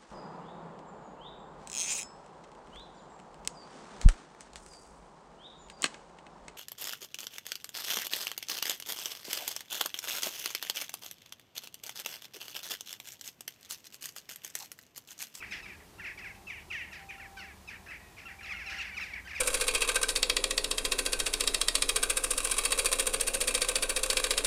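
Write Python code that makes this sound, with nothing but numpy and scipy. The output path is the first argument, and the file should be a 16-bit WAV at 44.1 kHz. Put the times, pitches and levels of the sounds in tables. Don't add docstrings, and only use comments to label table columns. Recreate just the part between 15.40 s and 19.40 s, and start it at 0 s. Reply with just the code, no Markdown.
import sys
import numpy as np
from scipy import signal
from scipy.fft import rfft, irfft
from scipy.io import wavfile

SR = 44100
rng = np.random.default_rng(int(sys.argv[2]) if len(sys.argv) > 2 else 0)


def gain_from_db(level_db):
    decades = np.asarray(level_db, float) / 20
    return 10 ** decades


def to_wav(sig):
    pcm = np.clip(np.atleast_2d(sig), -1, 1) * 32767
    pcm = np.round(pcm).astype(np.int16)
    wavfile.write(sys.argv[1], SR, pcm.T)


N = 176400

# [hz, relative_density_db]
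FLOOR_SPECTRUM = [(59, -16), (100, -5), (166, -1), (264, -6.5), (468, -11), (810, -4.5), (980, -6),
                  (1160, -9.5), (1460, -13.5), (7610, -19), (15600, -24)]
# [centre_hz, width_hz, level_at_1.5s_db, change_db_per_s]
DRONE_HUMPS = [(99.7, 17, -67, -1.5), (193.6, 22.5, -68, -0.5), (365, 163, -66, -2.5)]
# [centre_hz, waver_hz, level_at_3s_db, change_db_per_s]
LOW_HUMS = [(40.6, 2.8, -69.5, -0.5), (58.4, 3.6, -63, 2), (76.2, 2.92, -63, 1)]
# [start_s, length_s, level_db, start_pitch_hz, end_pitch_hz, treble_db]
OPENING_NOTES = [(0, 0.018, -41, 1330, 1166, -1), (0.106, 0.023, -42.5, 1294, 1135, 16),
                 (0.222, 0.031, -45, 1327, 1185, 6.5), (0.58, 0.022, -52, 1346, 1410, -19),
                 (0.635, 0.025, -41, 1447, 1130, -5), (0.773, 0.01, -38.5, 1170, 1130, 3),
                 (0.814, 0.028, -43.5, 1330, 1186, -7), (1.066, 0.045, -42, 1345, 1064, 0.5),
                 (1.3, 0.021, -35.5, 1364, 1116, -4), (1.51, 0.024, -46, 1400, 1235, 2),
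                 (1.687, 0.023, -43, 1246, 1144, -2), (1.778, 0.015, -50, 1370, 1400, -14),
                 (1.967, 0.049, -44, 1567, 1296, 3), (2.273, 0.033, -43, 1323, 983, 7.5),
                 (2.48, 0.03, -47, 1309, 1307, -4), (2.765, 0.015, -48.5, 1270, 1006, 3),
                 (2.85, 0.028, -43.5, 1386, 1332, -7), (2.985, 0.018, -49, 1190, 1170, 1),
                 (3.025, 0.029, -40.5, 1400, 1177, 4), (3.093, 0.04, -37, 1296, 962, 0.5),
                 (3.128, 0.052, -46.5, 1437, 1286, -6), (3.257, 0.037, -38.5, 1385, 1196, 3.5),
                 (3.295, 0.028, -42, 1490, 1205, -9), (3.378, 0.025, -35, 1420, 1283, 1.5),
                 (3.399, 0.036, -37.5, 960, 688, 7.5), (3.51, 0.047, -47.5, 1183, 1090, -2),
                 (3.54, 0.031, -49.5, 1475, 1416, 4), (3.564, 0.027, -36, 1296, 982, 6),
                 (3.605, 0.042, -40, 1358, 1102, 10.5), (3.733, 0.01, -33, 1146, 1115, 2.5),
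                 (3.845, 0.027, -51.5, 1557, 1575, 6.5), (3.89, 0.034, -43.5, 1444, 897, 6),
                 (3.945, 0.028, -40, 1293, 1103, 13.5)]
# [start_s, length_s, level_db, start_pitch_hz, pitch_after_60ms_hz, treble_db]
FALLING_SLIDES = [(0.022, 0.035, -41.5, 865, 367.4, -10), (0.045, 0.12, -54, 561, 377, 6.5),
                  (0.119, 0.096, -43, 579, 351, 11), (0.255, 0.11, -49.5, 603, 466, 3),
                  (0.4, 0.054, -60.5, 521, 354, -19), (0.595, 0.11, -48, 997, 610, -5),
                  (0.657, 0.077, -43, 792, 437, 0.5), (0.786, 0.039, -46.5, 794, 429, 3.5),
                  (0.84, 0.088, -46, 944, 574, 1), (0.945, 0.038, -59.5, 533, 453, 8),
                  (1.098, 0.1, -46, 758, 510.4, -2), (1.19, 0.046, -56.5, 427, 417, 4),
                  (1.321, 0.14, -41, 768, 542, -1), (1.403, 0.11, -51.5, 465, 335, -4),
                  (1.528, 0.063, -46, 663, 408, 7.5), (1.59, 0.06, -54, 436.5, 352, 4),
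                  (1.704, 0.064, -48.5, 665, 429, -1.5), (1.796, 0.078, -48, 993, 601, -4),
                  (1.967, 0.11, -55.5, 806, 689, 16), (2.012, 0.12, -50, 742, 497, -4),
                  (2.302, 0.075, -48, 640, 397, 0), (2.46, 0.09, -56, 870, 828, 3),
                  (2.505, 0.076, -46, 722, 389, -1), (2.6, 0.15, -62, 652, 634, -3),
                  (2.779, 0.072, -51, 827, 439, 4.5), (2.88, 0.072, -49.5, 686, 392, 1),
                  (3.005, 0.056, -52, 625, 410, -4), (3.055, 0.071, -44.5, 1042, 396.4, 7),
                  (3.13, 0.08, -47, 710, 720, 1), (3.185, 0.21, -47.5, 727.6, 494.4, 2),
                  (3.295, 0.21, -44.5, 762, 472, 10.5), (3.445, 0.11, -47.5, 606, 417, 0),
                  (3.595, 0.045, -41.5, 825, 510, 4), (3.64, 0.12, -47, 911, 540, 6.5),
                  (3.75, 0.062, -44, 681, 415.4, -6), (3.87, 0.063, -46.5, 1050, 543, 3),
                  (3.93, 0.038, -44.5, 612, 468, -1), (3.975, 0.04, -44, 743, 470, 10)]
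SLIDE_HOARSENESS = [.4, .1, .25, .45, .05, .04, .05, .25, .06, .6, .04, .7, .02, .04, .1, .7, .05, .06, .1,
                    .05, .5, .8, .06, .4, .4, .3, .7, .2, .5, .1, .7, .2, .6, .04, .25, .1, .5, .4]
# [hz, gain_db]
THROAT_RESPONSE = [(900, -29), (1250, -16.5), (1450, -9.5), (1700, 3), (2300, 4), (2700, -1.5),
                   (3000, -12.5), (3300, -17), (3800, -21.5), (4600, -17.5), (5500, -17), (6800, -28.5),
                   (9000, -36.5)]
# [from_s, to_s]
NECK_DRAWN_IN = [(1.05, 1.5), (1.68, 1.75), (3.39, 3.41)]
# [start_s, length_s, level_db]
TONE_SPANS = [(0.78, 0.27, -66.5), (1.59, 0.51, -57.5), (2.842, 0.32, -64), (3.258, 0.16, -56.5),
              (3.42, 0.22, -67.5)]


def rms_one(x):
    return x / np.sqrt(np.mean(x ** 2) + 1e-20)


def at_hz(points, hz):
    points_hz, points_db = np.transpose(points)
    return np.interp(np.log(hz), np.log(points_hz), points_db)


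def wander(shape, rate_hz):
    pole = np.exp(-2 * np.pi * rate_hz / SR)
    return rms_one(signal.lfilter([1], [1, -2 * pole, pole * pole], rng.standard_normal(shape)))


def shaped_noise(gain):
    return rms_one(irfft(rfft(rng.standard_normal(N)) * gain, N))


def rumble_and_hiss():
    level_db, low_cut_hz = -57, 45.0
    hz = np.arange(1, N // 2 + 2) * SR / N
    return gain_from_db(level_db) * shaped_noise(gain_from_db(at_hz(FLOOR_SPECTRUM, hz)) * (hz > low_cut_hz))


def drones():
    hz, t = np.arange(1, N // 2 + 2) * SR / N, np.arange(N) / SR
    out = np.zeros(N)
    for centre_hz, width_hz, level_db, change_db_per_s in DRONE_HUMPS:
        hump = 1 / (1 + (2 * (hz - centre_hz) / width_hz) ** 2)
        out += gain_from_db(level_db + change_db_per_s * (t - 1.5)) * shaped_noise(hump)
    return out


def hums():
    waver_rate_hz, level_waver_db = 5.6, 3.1
    t, out = np.arange(N) / SR, np.zeros(N)
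    for centre_hz, waver_hz, level_db, change_db_per_s in LOW_HUMS:
        pitch, level = wander((2, N), waver_rate_hz)
        phase = 2 * np.pi * np.cumsum(centre_hz + waver_hz * pitch) / SR
        gain_db = level_db + change_db_per_s * (t - 3.0) + level_waver_db * level
        out += np.sqrt(2) * gain_from_db(gain_db) * np.sin(phase)
    return out


def voice(rows, bend, attack_s, release_s, swell_db, roughs, break_rough, fray, db_per_overtone):
    jitter_share, shimmer_db = 0.0025, 2.4
    treble_rough, break_s = 0.2, 0.005
    treble_fade_db, neck_in_rise = -3.5, 1.1
    out = np.zeros(N + SR)
    t_max = np.arange(SR // 4) / SR
    k = np.arange(1, 33)[:, None]
    roughs = np.broadcast_to(roughs, len(rows))
    for (start_s, length_s, level_db, first_hz, later_hz, treble_db), rough in zip(rows, roughs):
        n = int((length_s + 4 * release_s) * SR)
        t = t_max[:n]
        jitter = wander(len(t_max), 140.0)[:n]
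        shimmer = wander((32, len(t_max)), 45.0)[:, :n]
        air_sin, air_cos = wander((2, 32, len(t_max)), 264.0)[:, :, :n]

        share = t / length_s
        progress = np.minimum(share, 1)
        pitch_hz = first_hz * (later_hz / first_hz) ** bend(t, length_s) * (1 + jitter_share * jitter)
        phase = k * 2 * np.pi * np.cumsum(pitch_hz) / SR
        overtone_hz = k * pitch_hz

        treble = np.clip(np.log2(overtone_hz / 2240.0) * 1.5, 0, 1)
        neck_in = any(from_s < start_s < to_s for from_s, to_s in NECK_DRAWN_IN)
        gain_db = at_hz(THROAT_RESPONSE, overtone_hz / (neck_in_rise if neck_in else 1))
        gain_db = gain_db + shimmer_db * shimmer + db_per_overtone * k
        gain_db += (treble_db + treble_fade_db * (progress - 0.5)) * treble
        gain = gain_from_db(gain_db) * (overtone_hz < 14000)

        mix = rough + fray * treble * share ** 2
        mix = mix + treble_rough * treble * np.minimum(k / 10, 1) ** 2
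        mix = np.clip(mix + break_rough * np.exp(-t / break_s), 0, 1)
        tone = np.sqrt(1 - mix) * np.sin(phase)
        rasp = np.sqrt(mix / 2) * (air_sin * np.sin(phase) + air_cos * np.cos(phase))
        call = rms_one(np.sum(gain * (tone + rasp), axis=0))

        envelope = np.minimum(t / attack_s, 1) * gain_from_db(swell_db * (progress - 0.5))
        envelope *= np.exp(-np.maximum(t - length_s + release_s, 0) / release_s)
        i = int(start_s * SR)
        out[i:i + n] += gain_from_db(level_db) * envelope * call
    return out[:N]


def opening_notes():
    def sag(t, length_s):
        return np.minimum(t / length_s, 1.3) ** 2.4

    return voice(OPENING_NOTES, sag, attack_s=0.006, release_s=0.0073, swell_db=8,
                 roughs=0.06, break_rough=0, fray=0.4, db_per_overtone=-0.5)


def falling_slides():
    ease_s, mark_s = 0.1, 0.06

    def ease(t, length_s):
        return np.expm1(-t / ease_s) / np.expm1(-mark_s / ease_s)

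    return voice(FALLING_SLIDES, ease, attack_s=0.0038, release_s=0.0093, swell_db=-10,
                 roughs=SLIDE_HOARSENESS, break_rough=0.45, fray=0, db_per_overtone=-0.35)


def trees(birds):
    level_db, t60_s, cut_hz, gap_s = -17, 0.3, 4000, 0.012
    t = np.arange(SR // 2) / SR
    cloud = rng.standard_normal(len(t)) * gain_from_db(-60 * t / t60_s) * (t > gap_s)
    cloud = signal.sosfilt(signal.butter(2, cut_hz, fs=SR, output="sos"), cloud)
    cloud /= np.sqrt(np.sum(cloud ** 2))
    return gain_from_db(level_db) * signal.fftconvolve(birds, cloud)[:N]


def faint_tone():
    tone_hz, edge_s, upper_db, level_waver_db = 785.5, 0.04, -18, 0.47
    t, on = np.arange(N) / SR, np.zeros(N)
    for start_s, length_s, level_db in TONE_SPANS:
        inside_s = np.minimum(t - start_s, start_s + length_s - t)
        on += gain_from_db(level_db) * np.clip(inside_s / edge_s + 0.5, 0, 1)
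    phase = 2 * np.pi * tone_hz * t
    tones = np.sin(phase) + gain_from_db(upper_db) * np.sin(1.7 * phase)
    return np.sqrt(2) * on * gain_from_db(level_waver_db * wander(N, 7.7)) * tones


def scene():
    background = rumble_and_hiss() + drones() + hums()
    birds = opening_notes() + falling_slides()
    return (background + birds + trees(birds) + faint_tone())[None]


def band_limit(x):
    return signal.sosfilt(signal.butter(12, 15750, fs=SR, output="sos"), x)


def record(dry):
    cut_hz = 16100
    mix = signal.sosfilt(signal.cheby2(12, 60, cut_hz, fs=SR, output="sos"), dry)
    return band_limit(mix)


dry = scene()
out = record(dry)
to_wav(out)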